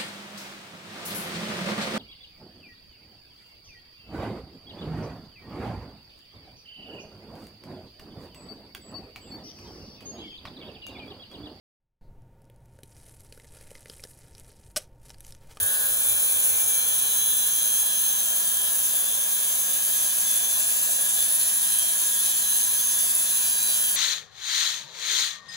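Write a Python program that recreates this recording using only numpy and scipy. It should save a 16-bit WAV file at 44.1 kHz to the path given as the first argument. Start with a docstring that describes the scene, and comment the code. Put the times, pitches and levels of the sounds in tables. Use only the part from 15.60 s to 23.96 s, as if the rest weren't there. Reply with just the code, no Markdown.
"""A hand-held electric cutter pushes its diamond blade through a wet glass slab in a workshop.
Motor and gears whine on multiples of the blade speed, which sags as the cut deepens. The rim rubs the
same bumps on every turn, rasping and making blade and slot ring; grit hisses, and the blade squeals,
screeches and catches in short squeaks. Underneath sit fan rush, churning water and mains hum,
with a few soft puffs of air on the microphone early on."""
import sys
import numpy as np
from scipy import signal
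from scipy.fft import rfft, irfft
from scipy.io import wavfile
from scipy.ndimage import uniform_filter1d

SR = 44100
rng = np.random.default_rng(int(sys.argv[2]) if len(sys.argv) > 2 else 0)


def to_wav(sig):
    """Store sig (one row per channel, or 1-D mono) as 16-bit WAV at the path in sys.argv[1].

    Samples outside -1..1 are clipped; the rate is SR.
    """
    pcm = np.clip(np.atleast_2d(sig), -1, 1) * 32767
    pcm = np.round(pcm).astype(np.int16)
    wavfile.write(sys.argv[1], SR, pcm.T)  # frames by channels


N = 368676
TIME = np.arange(N) / SR
FREQ = np.maximum(np.arange(N // 2 + 1) * SR / N, 1)

# blade speed (time [s], speed [turns/s])
BLADE_SPEED = [(0.0, 117.83), (0.26, 116.83), (0.46, 119.32), (0.74, 119.67), (1.0, 117.8), (1.18, 114.9),
               (1.37, 115.62), (1.49, 114.0), (1.97, 112.43), (2.09, 113.45), (2.65, 113.37),
               (2.79, 111.65), (3.02, 113.07), (3.46, 111.38), (3.88, 111.42), (4.48, 112.25),
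               (4.76, 111.5), (5.06, 112.35), (5.48, 111.18), (5.69, 111.72), (5.92, 110.73),
               (6.43, 110.98), (6.99, 110.95), (7.48, 112.22), (7.96, 110.18), (8.38, 112.45)]
# feed of the tool (time [s], depth of cut [0-1])
CUT_DEPTH = [(1.0, 0.08), (1.4, 0.23), (2.5, 0.42), (3.2, 0.5), (4.1, 0.58), (4.7, 0.9)]
# motor, fan and gear tones (multiple of blade speed, level at depth 0 [dB], level at depth 1 [dB])
MOTOR_TONES = [(1, -65.5, -66), (2, -53.5, -51.5), (4, -53, -86), (5, -54.5, -80), (7, -52, -76),
               (9, -53.5, -53.5), (11, -59, -70), (12, -51, -70), (13, -51, -72), (14, -57, -56.5),
               (15, -59, -52), (17, -70, -51), (18, -59, -57), (19, -60, -66), (20, -52, -56),
               (21, -54, -65), (22, -56, -52), (23, -62, -58), (24, -55, -76), (25, -55, -58),
               (26, -51, -51), (27, -43, -53), (28, -48, -57), (29, -44, -46), (30, -54, -56),
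               (31, -59, -48), (32, -61, -57), (33, -50, -55), (35, -54, -55), (36, -56, -57),
               (37, -60, -59), (38, -60, -58), (42, -70, -58), (43, -60, -62), (45, -57, -64),
               (46, -62, -59), (50, -61, -56), (52, -52, -62), (53, -57, -55), (58, -62, -49),
               (62, -59, -50), (63, -56, -53), (65, -58, -45), (66, -49, -54), (67, -53, -43),
               (69, -52, -49), (70, -50, -53), (71, -50, -47)]
# housing whistle before the bite (multiple of blade speed, level [dB])
WHISTLE_TONES = [(13, -46), (14, -42), (15, -49)]
# gear tones under load (multiple of blade speed, relative level [dB])
STRAIN_TONES = [(13, -56), (18, -55), (33, -52), (37, -52), (42, -51), (43, -57), (46, -56), (51, -51),
                (70, -46)]
# their swell as the tool is pushed (time [s], gain [dB])
STRAIN_GAIN = [(0, -40), (4.5, -34), (5.0, -8), (5.5, -7), (6.2, -39), (7.3, -9), (7.9, 1), (8.36, 2.5)]
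# tone colour of grit, rim and fan (frequency [Hz], relative density [dB/Hz])
GRIT_SPECTRUM = [(2000, -73.5), (5300, -63.5), (6000, -47), (7000, -44), (8500, -45.5), (9700, -33),
                 (10900, -38.5), (11600, -45.5), (12300, -35), (12900, -39.5), (13600, -37.5),
                 (14400, -38.5), (15300, -36), (16500, -40)]
RIM_SPECTRUM = [(300, -100), (650, -90.5), (1800, -90), (2500, -86), (3300, -75), (4100, -79), (4700, -86),
                (5300, -86.5), (5700, -100), (7000, -100), (8500, -84), (11000, -69.5), (16000, -71)]
FAN_SPECTRUM = [(25, -110), (60, -85.5), (100, -90), (160, -92), (240, -82), (320, -99), (410, -82.5),
                (500, -81.5), (750, -78), (950, -78), (1300, -76.5), (2150, -82), (2700, -80), (3250, -75),
                (3800, -79), (4400, -87), (5300, -85), (9000, -105)]
# resonances of blade, slot, housing and water (frequency [Hz], half width [Hz], relative level [dB])
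BLADE_MODES = [(3460, 130, -4), (3930, 220, -8), (6325, 220, 1.5)]
SQUEAL_MODES = [(10644, 430, 0)]
SLOT_MODES = [(2630, 820, -11.5), (4710, 870, -8.5), (5780, 360, -2.5), (7490, 510, 1.5), (7845, 73, 4.5)]
HOUSING_MODES = [(1724, 117, -0.69), (1661, 35, 0.58)]
WATER_MODES = [(665, 200, 0)]
# envelopes of blade ring, squeal, water and screech (time [s], relative level [dB])
RING_ENVELOPE = [(0.0, -46), (1.3, -30), (1.44, -33), (2.49, -33.5), (2.79, -39.5), (4.8, -32.5),
                 (5.8, -37.5), (7.06, -32), (8.36, -35.5)]
SQUEAL_ENVELOPE = [(0.0, -33), (0.11, -28), (0.37, -35.5), (0.49, -28.5), (2.4, -30.5), (2.7, -55),
                   (2.82, -30), (4.07, -35), (4.73, -27.5), (5.49, -29), (5.61, -26), (6.54, -27.5),
                   (7.82, -27), (8.36, -29)]
WATER_ENVELOPE = [(0, -53), (2.0, -60.5), (2.5, -52), (5.5, -52.5), (6.1, -56.5), (8.36, -57)]
SCREECH_ENVELOPE = [(0.2, -60), (0.5, -45.5), (0.9, -45), (1.25, -39.5), (1.7, -42), (2.5, -41), (2.9, -44),
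                    (3.6, -45.5), (4.8, -43.5), (5.8, -51), (7.1, -44), (7.7, -51), (8.36, -52)]
# puffs of air (time [s], half length [s], level [dB])
AIR_PUFFS = [(0.02, 0.068, -48), (0.314, 0.091, -52.5), (.53, 0.065, -53), (0.77, .03, -52),
             (0.934, 0.099, -57), (1.064, .025, -57), (1.296, 0.12, -56), (1.615, 0.021, -58)]
# the blade binds and sings (start [s], end [s], multiple of blade speed, level [dB])
BLADE_BINDS = [(0.4, 1.25, 20, -45), (0.4, 1.05, 18, -49), (0.55, 0.85, 27, -41), (1.15, 1.6, 27, -44),
               (1.15, 1.65, 21, -48), (1.1, 1.45, 36, -46.5), (1.2, 1.65, 29, -42), (1.45, 2.6, 35, -49),
               (1.55, 2.55, 36, -49), (1.5, 2.4, 30, -48), (2.0, 2.65, 27, -43), (2.0, 3.1, 29, -41.5),
               (4.9, 5.15, 36, -46), (4.9, 5.15, 29, -45), (7.65, 8.36, 36, -47), (7.65, 8.05, 58, -42),
               (7.65, 8.0, 67, -41), (7.9, 8.36, 27, -45.5), (8.2, 8.4, 29, -42)]
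# the blade catches and squeaks (time [s], relative peak level [dB])
BLADE_CATCHES = [(0.4855, -13), (0.637, -16), (0.8565, -18), (1.4231, -11), (4.1358, -13), (5.7407, -17),
                 (5.793, -13), (6.187, -7.5), (7.551, -10), (7.6834, -22), (7.8964, -16), (8.087, -14)]
# two microphone ports (frequency [Hz], direct share [0-1], left lag [rad], left minus right [dB])
MIC_PORTS = [(60, 1, 0.3, 0.3), (149, 0.85, 0.5, -1), (260.3, 0.6, -3.5, 1.5), (518, 0.67, 0.5, -0.5),
             (535, 0, -1, -3.5), (730, 0.88, -1.62, 1), (1380, 0.61, -2, -1), (1770, 0.44, -1.6, 2),
             (2050, 0.7, -3.2, -1), (2450, 0.7, -3.7, 0), (3150, 0.6, -3.5, -0.5), (3700, 0.55, -5.2, -3),
             (4300, 0.6, -6.2, -1), (5150, 0.4, -6.6, -4), (5550, 0.4, -4.6, -4.5),
             (5850, 0.85, -5.9, -1.5), (6400, 0.98, -6.3, 0), (7100, 0.7, -6.7, 4), (7400, 0.6, -5.1, 5),
             (7900, 0.92, -3.6, 1.3), (11030, 1, -0.5, -1), (13070, 0.93, 3, 1), (15970, 0.97, 5.5, -1.5)]

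BITE_S, BITE_RISE_S = 0.17, 0.27  # the rim skims the glass, then bites
# gains that ride the feed (skimming [dB], bitten at depth 0 [dB], at depth 1 [dB])
HISS_DB, RASP_DB = (-26, -24, -28), (-0.5, -5, 2.5)
SLOT_DB, HOWL_DB = (-58, -40.5, -31.5), (-50, -52, -48.5)
SKIM_DB = -4  # blade ring and upper gear whine sit lower before the bite


def undb(db):
    """Decibels to gain."""
    return 10 ** (np.asarray(db) / 20)


def curves(table):
    """One envelope per value column of a timed table, in straight ramps."""
    times, *columns = np.transpose(table)
    return [np.interp(TIME, times, column) for column in columns]


def unit(x):
    """Scale to rms 1."""
    return x / np.sqrt(np.mean(x ** 2))


def noise():
    """White noise of rms 1."""
    return rng.standard_normal(N)


def drift(rate_hz):
    """Smooth random modulation of rms 1, mostly slower than rate_hz."""
    return unit(irfft(rfft(noise()) / (1 + (FREQ / rate_hz) ** 2), N))


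def turn_drift(turns):
    """Random modulation of rms 1 that ramps to a new value on every turn."""
    draws = rng.standard_normal(2048)
    return unit(np.interp(turns, np.arange(draws.size), draws))


def swell(peak_s, half_s):
    """Bell-shaped envelope."""
    return np.exp(-np.minimum(((TIME - peak_s) / half_s) ** 2, 20))


def colour(x, spectrum):
    """EQ that gives white sound of rms 1 a spectrum in dB per Hz."""
    hz, db = np.transpose(spectrum)
    gain = undb(np.interp(np.log(FREQ), np.log(hz), db))
    return irfft(rfft(x) * gain, N) * np.sqrt(SR / 2)


def resonate(x, modes):
    """Drive a bank of steep resonances; rms 1."""
    response = sum(undb(db) / (1 + 1j * (FREQ - hz ** 2 / FREQ) / (2 * half_width)) ** 2
                   for hz, half_width, db in modes)
    return unit(irfft(rfft(x) * response, N))


def feed():
    """How firmly the rim has bitten and how deep it is, both 0-1."""
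    bite = np.clip((TIME - BITE_S) / BITE_RISE_S, 0, 1)
    return bite, np.clip(curves(CUT_DEPTH)[0], 0, 1)


def feed_gain(levels_db):
    """A layer's fader as the blade goes from skimming to biting to cutting deep."""
    skim_db, bite_db, deep_db = levels_db
    bite, depth = feed()
    return undb(skim_db + bite * (bite_db - skim_db) + depth * (deep_db - bite_db))


def motor_partials(upper_above=17):
    """Motor, gears and housing whistle, locked to the shaft, as (multiple, level [dB])."""
    bite, depth = feed()
    skim_db = SKIM_DB * (1 - bite)
    strain_db = curves(STRAIN_GAIN)[0]
    running = [(order, shallow_db + depth * (deep_db - shallow_db) + skim_db * (order > upper_above))
               for order, shallow_db, deep_db in MOTOR_TONES]
    whistle = [(order, db - 60 * bite ** 3) for order, db in WHISTLE_TONES]
    strain = [(order, db + strain_db) for order, db in STRAIN_TONES]
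    return running + whistle + strain


def shaft_tone(turns, order, db, sway_rad=0.45, rattle_rad=0.3, waver_db=2.6):
    """One multiple of the shaft in stereo; higher ones sway, rattle and waver more as the tool moves."""
    unsteady = min(order / 30, 1)
    mean_hz = order * turns[-1] / TIME[-1]
    port_hz, _, port_lag, port_db = np.transpose(MIC_PORTS)
    pan_db = np.interp(mean_hz, port_hz, port_db)
    lag = np.interp(mean_hz, port_hz, port_lag) + sway_rad * unsteady * turn_drift(turns / 45)
    phase = 2 * np.pi * (order * turns + rng.random()) + rattle_rad * unsteady * turn_drift(turns)
    gain = undb(db + waver_db * unsteady * turn_drift(turns / 5))
    return np.sqrt(2) * gain * np.sin([phase - lag, phase]) * undb([[pan_db / 2], [-pan_db / 2]])


def whine(turns, partials):
    """Voice each multiple of the shaft once, with the power of all that drive it."""
    power = {}
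    for order, db in partials:
        power[round(order)] = power.get(round(order), 0) + undb(db) ** 2
    return sum(shaft_tone(turns, order, 10 * np.log10(total)) for order, total in power.items())


def rim_bumps(turns, wear_turns=9, points=320, steps=1024):
    """Bumps round the rim come back on every turn and slowly wear into a new pattern."""
    rows = int(turns[-1]) + 2
    fresh = signal.resample_poly(rng.standard_normal(rows * points), steps, points).reshape(rows, steps)
    worn = signal.lfilter([1], [1, -np.exp(-1 / wear_turns)], fresh, axis=0)
    return np.interp(turns * steps, np.arange(worn.size), unit(worn).ravel())


def blade_pressure(turns, wobble=0.17, flutter_db=0.92, sway_db=0.5):
    """The rim runs out of true once a turn, and the hand feeds unevenly."""
    runout = unit(sum(np.cos(2 * np.pi * (k * turns + rng.random())) / np.sqrt(k) for k in range(1, 7)))
    return (1 + wobble * runout) * undb(flutter_db * drift(63) + sway_db * drift(27))


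def grit_hiss(pressure, spread_db=1.75):
    """Dense tiny fractures of glass, some larger than the rest, blur into a bright hiss."""
    fractures = unit(noise() * undb(spread_db * np.minimum(rng.exponential(size=N), 6)))
    return colour(fractures * pressure, GRIT_SPECTRUM) * feed_gain(HISS_DB)


def blade_ring(rim, trim_db=-2.5):
    """The rim's rub carries loose grit, swells unevenly and rings the free blade."""
    bite, _ = feed()
    rub = (rim + 0.45 * noise()) * undb(drift(20))
    level_db = curves(RING_ENVELOPE)[0] + trim_db + SKIM_DB * (1 - bite)
    return resonate(rub, BLADE_MODES) * undb(level_db)


def slot_grind(rim):
    """Bumps and grit drive the slot's resonances, louder as the cut deepens."""
    return resonate(rim + 1.1 * noise(), SLOT_MODES) * feed_gain(SLOT_DB) * undb(1.5 * drift(25))


def blade_squeal(rim, pressure, trim_db=-1):
    """A high blade resonance builds and breaks off many times a second."""
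    chatter = unit(undb(0.47 * drift(75) + 0.53 * drift(5.2))) * pressure
    squeal = resonate(noise() + 0.47 * rim, SQUEAL_MODES)
    return squeal * chatter * undb(curves(SQUEAL_ENVELOPE)[0] + trim_db)


def rim_rasp(rim):
    """The bumps scrape the glass in a broad, flickering buzz."""
    return colour(rim, RIM_SPECTRUM) * undb(2 * drift(22)) * feed_gain(RASP_DB)


def fan_rush():
    """Fan air rushes through the housing and howls in its resonances."""
    howl = resonate(noise(), HOUSING_MODES) * feed_gain(HOWL_DB)
    return colour(noise(), FAN_SPECTRUM) + howl


def water_churn():
    """Water churns in the slot: a surging band of low-mid noise."""
    return resonate(noise(), WATER_MODES) * undb(curves(WATER_ENVELOPE)[0] + 2.2 * drift(10))


def mains_hum(hz=201.6, level_db=-65.5, lag_rad=1.2):
    """The workshop's faint, steady mains hum, in stereo."""
    phase = 2 * np.pi * hz * TIME
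    return np.sqrt(2) * undb(level_db + drift(4.8)) * np.sin([phase - lag_rad, phase])


def air_puffs():
    """Each puff of air swells and dies as a low thud on the microphone."""
    envelope = sum(undb(db) * swell(s, half_s) for s, half_s, db in AIR_PUFFS)
    return resonate(noise(), [(81.5, 46, 0)]) * envelope


def screech_partials(speed_hz, mode_hz=6345, width_hz=190):
    """The five multiples nearest a blade mode screech as they near it, as (multiple, level [dB])."""
    level_db = curves(SCREECH_ENVELOPE)[0]
    nearest = round(mode_hz / speed_hz.mean())
    return [(order, level_db - 10 * np.log10(1 + (2 * (order * speed_hz - mode_hz) / width_hz) ** 4))
            for order in range(nearest - 2, nearest + 3)]


def binding_partials(fade_s=0.15):
    """The blade binds and sings in notes that fade in and out, as (multiple, level [dB])."""
    notes = []
    for start, end, order, db in BLADE_BINDS:
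        fade = np.clip(0.5 + np.minimum(TIME - start, end - TIME) / fade_s, 1e-3, 1)
        notes.append((order, db + 20 * np.log10(fade)))
    return notes


def catch_squeaks(half_s=0.0015, trim_db=-3, pitch_hz=10760, scatter_hz=130):
    """The blade grabs in its slot and squeaks for a few milliseconds."""
    envelope = sum(undb(db + trim_db) * swell(s + half_s, half_s) for s, db in BLADE_CATCHES)
    squeak_hz = pitch_hz + scatter_hz * drift(298)
    return envelope * np.sin(2 * np.pi * np.cumsum(squeak_hz) / SR)


def flatten(response, bins=1400):
    """Level a response on average and keep its fine ripple."""
    return response / np.sqrt(uniform_filter1d(np.abs(response) ** 2, bins))


def reflections(near_t60_s=0.054, tail_t60_s=0.39, tail_db=-13):
    """Frequency response of a ragged slap off bench and floor, then the workshop's faint tail."""
    near = undb(-60 * np.minimum(TIME / near_t60_s, 2))
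    tail = undb(tail_db - 60 * np.minimum(TIME / tail_t60_s, 2))
    return flatten(rfft(noise() * (near + tail)))


def stereo_image(x):
    """The direct sound reaches the two ports out of step; each gets its own reflections."""
    hz, *columns = np.transpose(MIC_PORTS)
    direct, lag, pan_db = (np.interp(FREQ, hz, column) for column in columns)
    direct = np.clip(direct, 0, 1)
    left = flatten(np.sqrt(direct) * np.exp(-1j * lag) + np.sqrt(1 - direct) * reflections())
    right = flatten(np.sqrt(direct) + np.sqrt(1 - direct) * reflections())
    return irfft(rfft(x) * [left * undb(pan_db / 2), right * undb(-pan_db / 2)], N)


def scene(jitter=0.00068):
    """One shaft angle drives the whine, the screech and the cut, over a bed of air, water and hum."""
    speed_hz = curves(BLADE_SPEED)[0] * (1 + jitter * drift(15.9))
    turns = np.cumsum(speed_hz) / SR
    rim = rim_bumps(turns)
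    pressure = blade_pressure(turns)
    cut = grit_hiss(pressure) + blade_ring(rim) + slot_grind(rim)
    cut += blade_squeal(rim, pressure) + rim_rasp(rim) + catch_squeaks()
    bed = fan_rush() + water_churn() + air_puffs()
    partials = motor_partials() + screech_partials(speed_hz) + binding_partials()
    return stereo_image(cut + bed) + whine(turns, partials) + mains_hum()


def record(dry, cutoff_hz=15700):
    """A steep low-pass shaves off the top."""
    return signal.sosfilt(signal.ellip(12, 0.1, 80, cutoff_hz, fs=SR, output="sos"), dry)


dry = scene()
out = record(dry)
to_wav(out)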